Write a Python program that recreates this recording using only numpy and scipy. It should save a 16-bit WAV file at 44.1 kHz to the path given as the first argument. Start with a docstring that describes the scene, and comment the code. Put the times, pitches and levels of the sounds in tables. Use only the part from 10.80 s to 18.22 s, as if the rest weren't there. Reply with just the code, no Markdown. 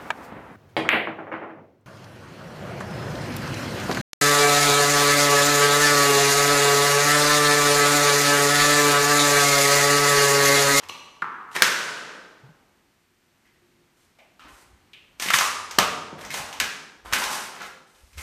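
"""Footsteps on broken tiles

Someone walks over loose brittle tiles and grit in bare, echoing rooms, stops a while and walks on.
Tiles snap and clack as ringing bursts, soles drag through random grit clicks, heels thud as short low tones.
A small shard clinks, bare walls answer with dying noise, and rumble, a faint drone and hiss lie beneath."""
import sys
import numpy as np
from scipy import signal
from scipy.fft import rfft, irfft
from scipy.io import wavfile
from scipy.ndimage import uniform_filter1d

SR = 44100
rng = np.random.default_rng(int(sys.argv[2]) if len(sys.argv) > 2 else 0)


def unload_wav(signal):
    """Save mono or channel-first audio to the path in sys.argv[1] as 16-bit WAV at rate SR, clipped to [-1, 1]."""
    wavfile.write(
        sys.argv[1],
        SR,
        np.round(np.clip(np.atleast_2d(signal).T, -1, 1) * 32767).astype(np.int16),
    )


def ratio(d):
    """dB to gain"""
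    e = np.asarray(d, float) / 20
    return 10 ** e


N = 327212  # length in samples


def rms_one(x):
    """Scales a sound to an rms of one."""
    return x / np.sqrt(np.mean(x ** 2) + 1e-20)


def peak_one(x):
    """Scales a sound to a peak of one."""
    return x / np.max(np.abs(x))


def at_hz(points, hz):
    """Reads a table of (f/Hz, value) between its rows, along a logarithmic pitch scale."""
    table_hz, values = np.transpose(points)
    return np.interp(np.log(hz), np.log(table_hz), values)


def band(x, low_hz, high_hz):
    """Keeps only the sound between two frequencies."""
    sos = signal.butter(2, [low_hz, min(high_hz, .45 * SR)], "band", fs=SR, output="sos")
    return signal.sosfilt(sos, x)


def slow_noise(shape, top_hz):
    """Noise that wanders no faster than about top_hz."""
    sos = signal.butter(2, top_hz, fs=SR, output="sos")
    return signal.sosfilt(sos, rng.standard_normal(shape))


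def ring(x, hz, cycles):
    """A mode that dies by 60 dB within the given number of cycles."""
    radius = ratio(-60 * hz / (cycles * SR))
    angle = 2 * np.pi * hz / SR
    return signal.lfilter([0, np.sin(angle)], [1, -2 * radius * np.cos(angle), radius ** 2], x + 1e-18)


def add(out, s, sound):
    """Mixes a short sound into a track at a time in seconds."""
    at = max(round(s * SR), 0)
    out[at:at + len(sound)] += sound[:N - at]


def swell(s, hold_s, db, rise, fall):
    """Gain that climbs to a level, holds it and dies, at steady rates in dB per second."""
    t = np.arange(N) / SR
    return ratio(db - rise * np.maximum(s - t, 0) - fall * np.maximum(t - s - hold_s, 0))


def hump(f, hz, octaves):
    """Power of a resonance with steep skirts; octaves sets how wide it is."""
    return 1 / (1 + (np.log2(f / hz) / octaves) ** 2 / 2) ** 4


def tile(force, power):
    """Colours a force by a power spectrum with the causal, minimum-phase response."""
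    folded = irfft(.5 * np.log(power))
    half = len(folded) // 2
    folded[1:half] *= 2
    folded[half + 1:] = 0
    return irfft(np.exp(rfft(folded)) * rfft(force))


# tile snaps and clacks, strengths before the offsets in snaps():
# (t/s, level/dB, lower ring f/Hz, upper ring level/dB, bright crack level/dB)
TILE_SNAPS = [(0.034, -36, 1140, -1, -11), (0.087, -34.5, 4020, -20, 12), (0.094, -29, 1100, 12, -14),
              (0.421, -18, 1275, -23.5, -65), (0.442, -23, 1240, -28.5, -54.5), (0.715, -41, 1000, -3, -18),
              (0.729, -42, 3000, -8, 4), (0.752, -22.5, 1010, -2.5, -8), (0.763, -18, 1780, -2, -10),
              (0.787, -32, 2100, 6.5, -15), (0.822, 1, 1546, -4, -5), (1.639, -49.5, 813, -26, -31),
              (2.655, -52, 2003, -5, -15), (3.387, -46.5, 680, -20, -20), (3.39, -46.5, 2340, -20, -28),
              (3.595, -37.5, 1275, 1, -19), (3.69, -52, 1180, -18, -7.5), (4.134, -37, 2360, 19, -13),
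              (4.399, -21.5, 1840, -8, 6), (4.423, -17.5, 1730, -14, 6), (4.461, -22.5, 1960, -13.5, -11),
              (4.486, -18.5, 2050, 7.5, -32), (4.504, -12, 1360, -3, -12), (4.537, -7.5, 1920, -22, -15),
              (4.541, -8.5, 1156, 7, -30), (4.587, -7, 1200, -13, 12), (4.61, -7, 1200, -20, -15),
              (4.615, -22, 1300, -20, -21), (4.911, -26.5, 1300, -7, 13), (4.987, -2.5, 1230, -1, -6),
              (4.992, -15, 722, -20, -28), (5.411, -35, 2010, -5, -2), (5.45, -31, 1210, -5, 12),
              (5.505, -25.5, 2110, -14.5, -8), (5.514, -29, 4000, -10, 3), (5.541, -22, 930, -7, 4),
              (5.575, -26, 800, -10, -5), (5.69, -34.5, 830, -20, -21), (5.728, -28.5, 1170, 10, 5),
              (5.801, -11, 1630, -3, -1), (5.81, -20, 2400, -6, -10), (6.253, -40, 1292, -21, -38.5),
              (6.326, -18, 1390, -4, -8), (6.334, -11.5, 1600, 0, -7.5), (6.421, -17, 1010, -20, -9),
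              (6.439, -15.5, 1084, -14, 2), (6.505, -24.5, 890, -20, -18), (6.531, -21, 1420, -10, -2),
              (6.819, -30, 1460, -6.5, -4), (7.148, -49, 1230, 10, 5.5), (7.331, -46.5, 2250, -0.5, 1),
              (7.381, -32, 2140, -3, -4)]


def snaps():
    """A fracture shakes two modes of the tile; the sharper its crack, the more broad slap lies under them.
    Heard directly it tears for a few milliseconds; summed over all directions it is one smooth click."""
    upper_hz, crack_hz = 2783, 5800
    direct, spread, t = np.zeros(N), np.zeros(N), np.arange(2048) / SR
    f = np.linspace(0, SR / 2, 1025) + 10
    click = (t == 0) * 1.0
    for s, db, low_hz, high_db, crack_db in TILE_SNAPS:
        tear_s = .003 - .00016 * db  # weak fractures crumble longer
        tear = rng.standard_normal(len(t)) * (1 - np.exp(-t / .0004)) * np.exp(-t / tear_s)
        power = hump(f, low_hz, octaves=0.46)
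        # sharp cracks add a narrow ring
        power += ratio(.15 * crack_db + 5.5) ** 2 * hump(f, low_hz, octaves=0.095)
        power += ratio(high_db - 6.5) ** 2 * hump(f, upper_hz, octaves=0.37)
        power += ratio(crack_db - 7) ** 2 * hump(f, crack_hz, octaves=0.37)
        # broad slap between the two rings
        power += ratio(0.63 * crack_db - 1.5) ** 2 * hump(f, np.sqrt(low_hz * upper_hz), octaves=1.66)
        # strong snaps are nearer: more direct sound
        direct_db = db + 6.5 + 0.14 * db
        add(direct, s - .001, ratio(direct_db) * peak_one(tile(tear, power)))
        add(spread, s, ratio(db - 12.5) * rms_one(tile(click, power)))
    return direct, spread


# heel weight on the floor, the knock relative to the push:
# (t/s, push level/dB, f/Hz, length/s, hollow knock level/dB)
HEEL_THUDS = [(0.422, -46, 161, 0.029, 14.5), (0.759, -48, 156, 0.047, 12), (0.819, -31, 203, 0.022, 16.5),
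              (1.631, -44, 132, 0.043, -17.5), (1.689, -44, 156, 0.02, -9), (2.989, -66.5, 159, 0.027, 7.5),
              (3.639, -54, 59.2, 0.027, -3.5), (3.649, -51, 302, .02, 2), (3.697, -57.5, 303, .025, 0),
              (3.722, -52, 57.7, 0.026, -18), (3.929, -52, 65.8, 0.027, -21),
              (4.399, -51, 199, 0.017, 12.5), (4.459, -41, 185, 0.051, 12.5), (4.534, -36, 143, 0.028, 3.5),
              (4.984, -32.5, 184.3, 0.11, 20.5), (5.328, -40, 151, 0.038, 12),
              (5.499, -47.5, 146, 0.033, 6), (5.599, -37, 149, 0.009, -19),
              (5.814, -37.5, 199, 0.016, 10.5), (6.249, -45, 61, 0.037, -2.5), (6.325, -35.5, 80, 0.015, 4),
              (6.615, -66, 114, 0.027, -8), (7.234, -46, 56.7, 0.018, -16), (7.349, -44.5, 76, 0.027, -40),
              (7.374, -33.5, 66.5, 0.026, -14)]


def thuds():
    """A soft push gives a few low cycles, felt through the hand, and a hollow knock that fills the room."""
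    low, knock, t = np.zeros(N), np.zeros(N), np.arange(8192) / SR
    click = (t == 0) * 1.0
    hollow = peak_one(band(band(click, 93, 640), 93, 640))
    for s, db, hz, length_s, knock_db in HEEL_THUDS:
        push = peak_one(t * np.exp(-2.5 * t / max(length_s, .005)))
        add(low, s, ratio(db) * push * np.sin(2 * np.pi * hz * t))
        add(knock, s, ratio(db + knock_db) * hollow)
    return low, knock


# soles dragging through grit, one row a stroke, the dust relative to the stroke:
# (start t/s, hold/s, level/dB, grain f/Hz, fine dust level/dB)
SOLE_DRAGS = [(0, 0.047, -48, 1440, -16.5), (0.719, 0.0085, -53.5, 1780, -3.5),
              (0.757, 0.0041, -28.5, 1840, -8), (3.172, 0.079, -73.5, 2023, 3),
              (3.615, 0.074, -54.5, 1400, -19), (3.688, 0.14, -61.5, 1520, 0), (4.408, 0.082, -39, 1910, 2),
              (4.538, 0.024, -26.5, 1590, 8), (4.6, 0.069, -45.5, 1400, 15.5),
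              (5.389, 0.055, -44.5, 1506, -10), (5.531, 0.06, -39, 1410, -1), (5.615, 0.096, -50, 1310, -6),
              (6.254, 0.096, -46.5, 1300, -9), (6.34, 0.018, -24.5, 1870, -4),
              (6.382, 0.061, -35.5, 1530, 2), (6.507, .05, -40.5, 1330, 5.5),
              (6.579, 0.083, -46.5, 1640, 0.5), (6.732, 0.057, -46, 1440, -13),
              (6.804, 0.025, -40, 1600, -24), (6.846, 0.023, -58, 1620, 5.5), (7.072, 0.56, -71, 2000, 3.5),
              (7.38, .04, -45.5, 2310, -0.5)]


def drags():
    """Grit grains click at random and ring a few cycles near the grain pitch; dust hisses on top."""
    grains_per_s, lump_db, lump_top_hz = 2700, 1, 23
    grain_hz = np.geomspace(750, 6500, 14)
    grit_gain, dust_gain = np.zeros((14, N)), np.zeros(N)
    for s, hold_s, db, hz, dust_db in SOLE_DRAGS:
        stroke = swell(s, hold_s, db, rise=1499.5, fall=598.5)
        on = slice(max(round((s - .1) * SR), 0), round((s + hold_s + .2) * SR))
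        near = ratio(-5.0 * np.abs(np.log2(grain_hz / hz)))  # grains far from the grain pitch are weaker
        grit_gain[:, on] += np.outer(near / np.linalg.norm(near), stroke[on])
        dust_gain += ratio(dust_db) * stroke

    sizes = ratio(3.2 * np.minimum(rng.exponential(1, N), 5)) * rng.choice([-1, 1], N)
    clicks = sizes * (rng.random(N) < grains_per_s / SR)
    dealt = rng.integers(0, 14, N)  # each click goes to one of the 14 pitches
    grit = np.zeros(N)
    for k, hz in enumerate(grain_hz):
        grit += grit_gain[k] * rms_one(ring(clicks * (dealt == k), hz, cycles=8.7))
    dust = rms_one(band(rms_one(clicks) + 0.99 * rng.standard_normal(N), 3500, 11000))
    lumps = rms_one(slow_noise(N, lump_top_hz))  # makes the drag uneven
    return ratio(lump_db * lumps) * (grit + dust_gain * dust)


# taps on a small hard shard: (t/s, level/dB)
SHARD_TAPS = [(.097, -23.5)]
# modes of the shard: (f/Hz, level/dB, time to die by 60 dB/s)
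SHARD_MODES = [(1130, -3, .022), (2850, -.5, .014), (4100, -5, .014), (5900, -9, .014)]


def clink():
    """One tap sets all modes of the shard ringing."""
    taps = np.zeros(N)
    for s, db in SHARD_TAPS:
        taps[round(s * SR)] = ratio(db)
    return sum(ratio(db) * ring(taps, hz, cycles=hz * t60) for hz, db, t60 in SHARD_MODES)


# echo decay of the bare walls, before each room's share: (f/Hz, time to die by 60 dB/s)
WALL_DECAY = [(100, 1.1), (260, 2.1), (700, 1.61), (1840, 1.21), (4850, 1.127), (9500, 0.95), (14000, 0.6)]


def room(x, share):
    """Echoes thicken within milliseconds into noise that dies band by band; share scales the decay times."""
    t, tail = np.arange(2 * SR) / SR, 0
    edges = 60 * 2 ** np.arange(0, 8.6, .5)  # half octaves, in Hz
    white = rng.standard_normal((2, len(t)))
    for k, (low, high) in enumerate(zip(edges, edges[1:])):
        t60 = share * at_hz(WALL_DECAY, np.sqrt(low * high))
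        tail = tail + band(white[k % 2], low, high) * ratio(-60 * t / t60)
    tail *= np.clip((t - .003) / .006, 0, 1)  # silent for 3 ms, then full within 6 ms
    return signal.fftconvolve(x, tail / np.sqrt(np.sum(tail ** 2)))[:N]


# low floor rumble: (t/s, level/dB)
FLOOR_LEVEL = [(0.06, -66), (.5, -88), (.82, -73), (1.45, -88.5), (2.2, -84.5), (3.4, -85.5), (3.9, -73),
               (4.35, -85.5), (4.67, -54.5), (4.95, -61), (5.13, -46), (5.3, -58), (5.64, -55.5),
               (5.74, -71), (5.85, -50.5), (6.05, -82), (6.4, -65), (6.95, -92), (7.42, -67.5)]
# the hand shifts on the microphone: (t/s, level/dB)
HAND_SHIFTS = [(.3, -77), (.8, -68), (1.45, -80), (3.74, -58), (3.93, -61), (4.44, -59.5), (4.67, -55),
               (5.05, -44), (5.45, -57), (5.64, -56), (5.85, -53), (6.32, -47), (6.46, -48), (6.63, -59),
               (6.88, -64), (7.23, -66), (7.39, -49.5)]
# a faint hollow drone: (t/s, level/dB)
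DRONE_LEVEL = [(1.9, -77), (2.24, -77), (2.53, -79.5), (2.85, -68.5), (2.97, -68), (3.22, -78), (3.78, -72),
               (4.19, -78), (4.4, -76)]


def rumble():
    """Noise through a low resonance, deep noise from the hand below it and a narrow drone above."""
    floor_hz, drone_hz, hand_rest_db = 91, 352, -85.5
    t = np.arange(N) / SR
    wobble = slow_noise((2, N), 9.0)
    # a low tone whose strength and phase wander at random sounds like narrow noise
    tone = np.exp(2j * np.pi * floor_hz * t)
    floor = rms_one(np.real(tone * (0.021 + wobble[0] + 1j * wobble[1])))
    floor_gain = ratio(np.interp(t, *np.transpose(FLOOR_LEVEL)))

    hand = rms_one(band(rng.standard_normal(N), 43, 70))
    grip = ratio(hand_rest_db) + sum(swell(s, 0, db, rise=201.5, fall=250) for s, db in HAND_SHIFTS)

    drone = rms_one(ring(rng.standard_normal(N), drone_hz, cycles=75.0))
    drone_gain = ratio(np.interp(t, *np.transpose(DRONE_LEVEL), left=-90, right=-90))
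    return floor_gain * floor + grip * hand + drone_gain * drone


# colour of still air and microphone hiss, relative density: (f/Hz, level/dB)
HISS_COLOUR = [(18, -35.5), (30, -6), (233, -1), (473, -9.5), (1040, -9.5), (1390, -10.5), (1910, -10),
               (4910, -18), (8980, -21), (10500, -23), (13700, -24), (14800, -30), (16000, -60.5)]
# distant murmur of the building swelling and fading, relative: (t/s, level/dB)
MURMUR_SWELL = [(0, 0.5), (1.8, 1.8), (2.3, -3), (2.7, 0.8), (3.3, 0.4), (4.3, 5), (6.998, -2.5),
                (7.42, 0.5)]


def quiet():
    """Half-octave bands of steady noise; the lower bands swell slowly."""
    typical_db = -67.5  # median sample height
    edges = 25 * 2 ** np.arange(0, 9.6, .5)
    white, out = rng.standard_normal((2, N)), 0
    swell_db = np.interp(np.arange(N) / SR, *np.transpose(MURMUR_SWELL))
    for k, (low, high) in enumerate(zip(edges, edges[1:])):
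        hz = np.sqrt(low * high)
        band_db = at_hz(HISS_COLOUR, min(hz, 14000)) + swell_db / (1 + hz / 3000)
        out = out + ratio(band_db) * band(white[k % 2], low, high)
    return ratio(typical_db) * out / np.median(np.abs(out))


def scene():
    """Steps sound near at hand and echo from the room the walker is in; background lies under all."""
    doorway_s = 2.5
    low, knock = thuds()
    direct, spread = snaps()
    both = knock + drags() + clink()
    high_pass = signal.butter(4, 120, "high", fs=SR, output="sos")
    near, feed = signal.sosfilt(high_pass, [direct + both, spread + both])
    first = np.arange(N) < doorway_s * SR  # the walker moves on into a smaller room
    echo = ratio(-0.5) * room(feed * first, share=0.84)
    echo += ratio(-1) * room(feed * ~first, share=0.57)
    return (near + echo + low + rumble() + quiet())[None]


def gain_control(x, threshold_db, slope, release_db_per_s):
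    """Loud sounds turn the gain down within tens of milliseconds; it creeps back at a steady rate."""
    power = uniform_filter1d(x ** 2, size=441, origin=220)  # mean over 10 ms
    level_db = 10 * np.log10(power + 1e-12)
    climb = release_db_per_s * np.arange(N) / SR
    wanted_db = slope * np.maximum(level_db - threshold_db, 0)
    cut_db = np.maximum.accumulate(wanted_db + climb) - climb
    r = np.exp(-1 / (0.036 * SR))  # smooths the cut over 36 ms
    return x * ratio(-signal.lfilter([1 - r], [1, -r], cut_db))


def top_cut(x):
    """Nothing passes above the cut-off."""
    return signal.sosfilt(signal.butter(12, 16430, fs=SR, output="sos"), x)


def record(dry):
    """The microphone port dips in the treble, gain control rides the level, the top is cut, peaks clip."""
    notch_hz, notch_width_hz, notch_depth = 10470, 960, 0.47
    dip = signal.lfilter(*signal.iirpeak(notch_hz, notch_hz / notch_width_hz, fs=SR), dry[0])
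    heard = dry[0] - notch_depth * dip
    held = gain_control(heard, threshold_db=-29, slope=0.32, release_db_per_s=15.0)[None]
    cut = signal.sosfilt(signal.cheby2(10, 50, 15900, fs=SR, output="sos"), held)  # 50 dB down from 15.9 kHz
    mix = np.clip(cut, -1, 1)  # sound beyond full scale overloads
    return top_cut(mix)


dry = scene()
out = record(dry)
unload_wav(out)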